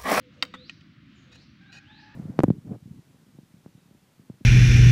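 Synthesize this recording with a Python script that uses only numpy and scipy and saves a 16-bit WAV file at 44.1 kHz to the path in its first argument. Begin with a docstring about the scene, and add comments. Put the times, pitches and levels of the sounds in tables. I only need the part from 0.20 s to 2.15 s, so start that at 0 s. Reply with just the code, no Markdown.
"""Splitting cane on a wooded slope

Close to the microphone a heavy knife splits a cane with one sharp knock. The freed strip drops on
the soil, then the blade taps it and scrapes along it twice. Farther back a bird repeats a rising
whistle, another hoots, a small one chips and a distant rooster crows. Everything echoes among
the trees, over a soft forest hiss and a low rumble."""
import sys
import numpy as np
from scipy import signal
from scipy.fft import rfft, irfft
from scipy.io import wavfile
from scipy.ndimage import uniform_filter1d

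SR = 44100
rng = np.random.default_rng(int(sys.argv[2]) if len(sys.argv) > 2 else 0)


def store_wav(level_fs):
    """Save 16-bit WAV to argv[1]."""
    pcm = np.round(np.clip(np.atleast_2d(level_fs), -1, 1) * 32767)
    wavfile.write(sys.argv[1], SR, pcm.T.astype(np.int16))


N = 85995
NEAR_T60_S, FAR_T60_S = .46, .66  # echo among the trees


# The splitting cane. Each row: mode in Hz, level in dB, T60 in seconds.
CANE_MODES = [(272, -35.5, .1), (497, -36.5, .11), (565, -42, .07), (1020, -29, .04), (1156, -28, .035),
              (1356, -26.5, .042), (1527, -35, .035), (1880, -28, .045), (2058, -24.5, .046),
              (2208, -25, .035), (2742, -18.5, .028), (3082, -22.5, .04), (3741, -14.5, .027),
              (4170, -29, .02), (4675, -13.5, .018), (5478, -24, .022), (6690, -43, .025),
              (7790, -35, .025)]
# Contacts within the knock. Each row: start in seconds, ring gain in dB, crack level in dB.
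KNOCKS = [(.2245, -.5, -38), (.2279, -21, -29), (.2345, -26, -42), (.2510, -29, -47)]
# Breaking fibres. Each row: frequency in Hz, relative level in dB.
CRACK_SPECTRUM = [(400, -5), (600, 9), (800, 1.5), (1200, 8), (2400, 5), (3400, -6), (4700, -21),
                  (6500, -8), (9000, -12.5), (12000, -30), (15000, -12)]

def split():
    """Close to the microphone, the knife sets the cane ringing as its fibres crack."""
    return strike(KNOCKS, CANE_MODES, CRACK_SPECTRUM, t60=.024)


# The strip standing on soil. Each row: mode in Hz, level in dB, T60 in seconds.
STRIP_MODES = [(190, -49.5, 0.13), (263.7, -50.5, 0.24), (534, -50, 0.061), (1040, -38, 0.017),
               (1140, -33, 0.016), (1298, -39.5, 0.036), (1966, -40.5, 0.047), (3654, -41.5, 0.03)]
# Contacts with the ground. Each row: start in seconds, ring gain in dB, crunch level in dB.
LANDINGS = [(.3390, 4.5, -42), (.3437, -12, -41), (.3490, -25, -42), (.3535, -19, -65)]
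# Crunching soil. Each row: frequency in Hz, relative level in dB.
CRUNCH_SPECTRUM = [(100, 2.5), (600, -9.5), (800, -6.5), (1200, 0.5), (3600, -8.5), (5200, -21.5),
                   (7800, -23.5), (10000, -42.5), (16000, -43)]

def landing():
    """The freed strip drops nearby, ringing as the soil crunches under it."""
    return strike(LANDINGS, STRIP_MODES, CRUNCH_SPECTRUM, t60=.031)


# The blade against the strip. Each row: mode in Hz, level in dB, T60 in seconds.
BLADE_MODES = [(720, -57, .03), (1393, -48, .036), (1885, -41, .042), (2490, -41, .04), (3020, -41, .025),
               (3780, -52, .05), (4224, -50, .03), (4540, -51, .03), (5740, -61, .04), (6580, -58, .025),
               (7130, -63, .025), (9070, -75, .04), (11400, -84, .025)]
# Blade taps. Each row: start in seconds, ring gain in dB, tick level in dB.
TAPS = [(.4956, 2.5, -38), (.6095, -21.5, -57)]
# The tick of contact. 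Each row: frequency in Hz, relative level in dB.
TICK_SPECTRUM = [(200, -14), (900, -19), (1500, -17), (2800, 2.5), (4500, -12.5), (6500, -17),
                 (9000, -32.5), (12000, -58), (16000, -60)]

def taps():
    """The blade ticks against the strip and both ring, once firmly and once faintly."""
    return strike(TAPS, BLADE_MODES, TICK_SPECTRUM, t60=.026)


# Strokes along the strip. Each row: start, length and attack in seconds, ring level in dB,
# ring brightness in dB per octave, grit level in dB.
SCRAPES = [(1.112, .05, .016, -57.5, 1.5, -58), (1.5195, .068, .003, -52, 0, -56.5)]
# Force of the catching fibres. Each row: frequency in Hz, relative level in dB.
RASP_SPECTRUM = [(300, -8), (800, 3), (1900, -4), (2500, 0), (3000, -5), (3800, 1), (5700, 5), (15500, 9)]
# Dry grit of tearing fibres. Each row: frequency in Hz, relative level in dB.
GRIT_SPECTRUM = [(500, -5), (2500, -1), (4500, -3), (7000, -10), (9000, -23), (12000, -32), (15500, -29)]

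def scrapes(catches_per_s=5000, spread_db=2, judder_hz=170, judder_db=2.5):
    """Close up, the edge catches on fibres in a juddering, gritty stream that rings blade and strip."""
    body, out = ring(BLADE_MODES, 0), 0
    for start, length, attack, ring_db, tilt_db, grit_db in SCRAPES:
        catches = (rng.random(N) < catches_per_s / SR) * np.sign(rng.standard_normal(N))
        catches *= undb(spread_db * rng.standard_normal(N))
        catches *= undb(judder_db * drift(judder_hz))
        force = colour(catches, [(hz, db + tilt_db * np.log2(hz)) for hz, db in RASP_SPECTRUM])
        force /= np.std(signal.fftconvolve(force, body)[:N])
        pressure = gate(start, length, attack, release=.004)
        ringing = signal.fftconvolve(pressure * force, body)[:N]
        grit = pressure * unit(colour(catches, GRIT_SPECTRUM))
        out += undb(ring_db) * ringing + undb(grit_db) * grit
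    return out


# Handling the strip. Each row: start in seconds, length in seconds, level in dB.
RUSTLES = [(0.13, 0.15, -68), (0.948, 0.21, -74.5), (1.165, 0.07, -65.5)]
# Its dry rustle. Each row: frequency in Hz, relative level in dB.
RUSTLE_SPECTRUM = [(500, 5), (2000, -3.5), (6500, -8), (9000, -25), (15000, -44)]

def rustles():
    """The strip brushes softly as it is handled near the microphone."""
    level = sum(undb(db) * gate(start, length, .0075, .016) for start, length, db in RUSTLES)
    return noise(RUSTLE_SPECTRUM) * level


# One whistle. Each row: share of its length, pitch in Hz, direct gain in dB, echo gain in dB.
WHISTLE_SHAPE = [(0, 2650, -3, -9), (.18, 3000, -3, -7), (.33, 3520, 0, -3), (.7, 4080, -3, -1),
                 (.88, 4800, -4, -1), (1, 6200, -22, -9)]
# The calls. Each row: start and length in seconds, pitch ratio, fade-in in seconds,
# direct level in dB, echo level in dB.
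WHISTLES = [(.312, .178, 1.01, .06, -53.5, -55), (1.01, .215, 1, .12, -68.5, -58),
            (1.395, .195, 1.02, .11, -59, -66), (1.645, .17, 1, .01, -58, -56)]

def whistler(waver=.0122):
    """Back in the wood a bird slides up, then flicks to a top that reaches us mostly as echo."""
    share, pitch, direct_shape, echo_shape = np.array(WHISTLE_SHAPE).T
    direct, into_trees = 0, 0
    for start, length, ratio, fade_in, direct_db, echo_db in WHISTLES:
        along = (clock() - start) / length
        hz = ratio * np.interp(along, share, pitch)
        call = np.sin(wavering_phase(hz, waver, rate=300)) * gate(start, length, fade_in, .0018) ** 2
        direct += call * undb(direct_db + np.interp(along, share, direct_shape))
        into_trees += call * undb(echo_db + np.interp(along, share, echo_shape))
    return direct + trees(into_trees, FAR_T60_S)


# Low hoots. Each row: start and length in seconds, first and last pitch in Hz, level in dB.
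HOOTS = [(0, 0.078, 525.5, 477, -63), (0.157, 0.081, 558, 547, -64.5), (0.157, 0.174, 484.7, 481.5, -64),
         (0.344, 0.078, 494, 488, -60.5), (1.06, 0.09, 525, 481, -69.5)]

def hoots(waver=.05, echo_db=-4):
    """Soft, husky notes of a distant bird, blurred by echo."""
    notes = 0
    for start, length, first_hz, last_hz, db in HOOTS:
        hz = np.interp(clock(), [start, start + length], [first_hz, last_hz])
        tone = np.sin(wavering_phase(hz, waver, rate=200))
        notes += undb(db) * gate(start, length, .0093, .021) * tone
    return notes + undb(echo_db) * trees(notes, t60=.22)


# The crow's two notes. Each row: start and length in seconds, first and last pitch in Hz,
# levels of the fundamental and the octave in dB.
CROW = [(1.402, 0.217, 793, 796.3, -72, -59.5), (1.669, 0.3, 853, 866, -61, -56.5)]

def rooster(waver=.03, shimmer_db=3.5, third_db=-8.5, echo_db=-.5):
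    """A hoarse crow from far off: three harmonics that waver in pitch and level."""
    voice = 0
    for start, length, first_hz, last_hz, fundamental_db, octave_db in CROW:
        hz = np.interp(clock(), [start, start + length], [first_hz, last_hz])
        phase = wavering_phase(hz, waver, rate=350)
        overtones = np.sin(2 * phase) + undb(third_db) * np.sin(3 * phase)
        tone = undb(fundamental_db) * np.sin(phase) + undb(octave_db) * overtones
        voice += tone * gate(start, length, .011, .0058)
    voice *= unit(undb(shimmer_db * drift(120)))
    return voice + undb(echo_db) * trees(voice, FAR_T60_S)


# The glide of a high chip. Each row: time in seconds, pitch in Hz.
CHIP_GLIDE = [(0.953, 7110), (1.003, 6350)]

def chip(waver=.035, direct_db=-75, echo_db=-71):
    """One thin, falling note from a small bird in the trees, mostly echo."""
    times, pitch = np.array(CHIP_GLIDE).T
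    phase = wavering_phase(np.interp(clock(), times, pitch), waver, rate=740)
    note = np.sin(phase) * gate(times[0], times[-1] - times[0], .0029, .004)
    return undb(direct_db) * note + undb(echo_db) * trees(note, NEAR_T60_S)


# The forest hiss. Each row: frequency in Hz, relative level in dB.
FOREST_SPECTRUM = [(300, -47), (550, 2), (850, -7.5), (1250, 7), (1900, 7), (3000, 6), (4200, 0.5),
                   (6000, -12), (8000, -22.5), (11000, -87), (16000, -34)]
# Its slow rise and fall. Each row: time in seconds, level in dB.
FOREST_LEVEL = [(0, -64), (.55, -62.5), (.78, -64.5), (.9, -63), (1.3, -62.5), (1.43, -63.5), (1.6, -62.5),
                (1.95, -61)]
# The low rumble. Each row: frequency in Hz, relative level in dB.
RUMBLE_SPECTRUM = [(20, -46), (42, -19.5), (62, -2.5), (95, 0.5), (150, 5), (210, 2), (290, -0.5),
                   (350, -9.5), (420, -24.5), (700, -51)]

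def forest(swell_db=1.2, swell_hz=14, rumble_db=-54.5):
    """The slope's ambience: a rumble and a soft hiss whose lower and upper bands swell separately."""
    hiss = noise(FOREST_SPECTRUM) * undb(np.interp(clock(), *np.array(FOREST_LEVEL).T))
    lower = colour(hiss, [(2000, 0), (3200, -30)])
    swelling = sum(band * undb(swell_db * drift(swell_hz)) for band in (lower, hiss - lower))
    return swelling + undb(rumble_db) * noise(RUMBLE_SPECTRUM)


def trees(x, t60, build_s=.007):
    """Diffuse echo coming back from trunks and slope."""
    tail = rng.standard_normal(N) * decay(0, t60) * (1 - np.exp(-clock() / build_s))
    return signal.fftconvolve(x, tail / np.linalg.norm(tail))[:N]


def strike(blows, modes, spectrum, t60, tail_db=-14.5, tail_t60=.097):
    """Each contact rings the modes and gives a burst of noise with a faint tail."""
    ringing, burst_power = 0, 0
    for start, ring_db, burst_db in blows:
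        ringing += undb(ring_db) * ring(modes, start)
        burst = decay(start, t60) + undb(tail_db) * decay(start, tail_t60)
        burst_power += (undb(burst_db) * burst) ** 2
    envelope = uniform_filter1d(np.sqrt(burst_power), size=24)
    return ringing + envelope * noise(spectrum)


def ring(modes, start, contact_s=.001):
    """Decaying modes of alternating sign, set off by a short contact."""
    age = clock() - start
    onset = np.sin(np.pi / 2 * np.clip(age / contact_s, 0, 1)) ** 2
    return onset * sum((-1) ** k * undb(db) * decay(start, t60) * np.sin(2 * np.pi * hz * age)
                       for k, (hz, db, t60) in enumerate(modes))


def wavering_phase(hz, waver, rate):
    """Running phase of a pitch that strays at random by the fraction `waver`."""
    return 2 * np.pi * np.cumsum(hz * (1 + waver * drift(rate))) / SR


def decay(start, t60):
    """Sudden start, then a fall of 60 dB every t60 seconds."""
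    age = clock() - start
    return (age >= 0) * np.exp(-np.log(1000) * np.maximum(age, 0) / t60)


def gate(start, length, attack, release):
    """Linear attack, hold and exponential release, in seconds."""
    age = clock() - start
    return np.clip(age / attack, 0, 1) * np.exp(-np.maximum(age - length, 0) / release)


def drift(rate):
    """Random drift of rms 1 through `rate` points a second."""
    return unit(np.interp(clock() * rate, np.arange(N), rng.standard_normal(N)))


def noise(points):
    """Coloured noise of rms 1."""
    return unit(colour(rng.standard_normal(N), points))


def colour(x, points):
    """Filter by (Hz, dB) points."""
    hz, db = np.array(points, float).T
    bins_hz = np.maximum(np.fft.rfftfreq(2 * N, 1 / SR), 1)
    gain = undb(np.interp(np.log(bins_hz), np.log(hz), db))
    return irfft(rfft(x, 2 * N) * gain)[:N]


def undb(db):
    """Decibels to gain."""
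    return 10 ** (np.asarray(db) / 20)


def unit(x):
    """Scale to rms 1."""
    return x / np.sqrt(np.mean(x ** 2) + 1e-20)


def clock():
    """Time of each sample in seconds."""
    return np.arange(N) / SR


def scene(echo_db=-29):
    """One microphone on the slope: knife work close by, birds and forest behind."""
    work = split() + landing() + taps() + scrapes() + rustles()
    birds = whistler() + hoots() + chip() + rooster()
    return (work + undb(echo_db) * trees(work, NEAR_T60_S) + birds + forest())[None]


def record(dry, top_hz=15900):
    """The recorder cuts the highest treble steeply."""
    return signal.sosfilt(signal.ellip(8, .2, 70, top_hz, fs=SR, output="sos"), dry)


dry = scene()
out = record(dry)
store_wav(out)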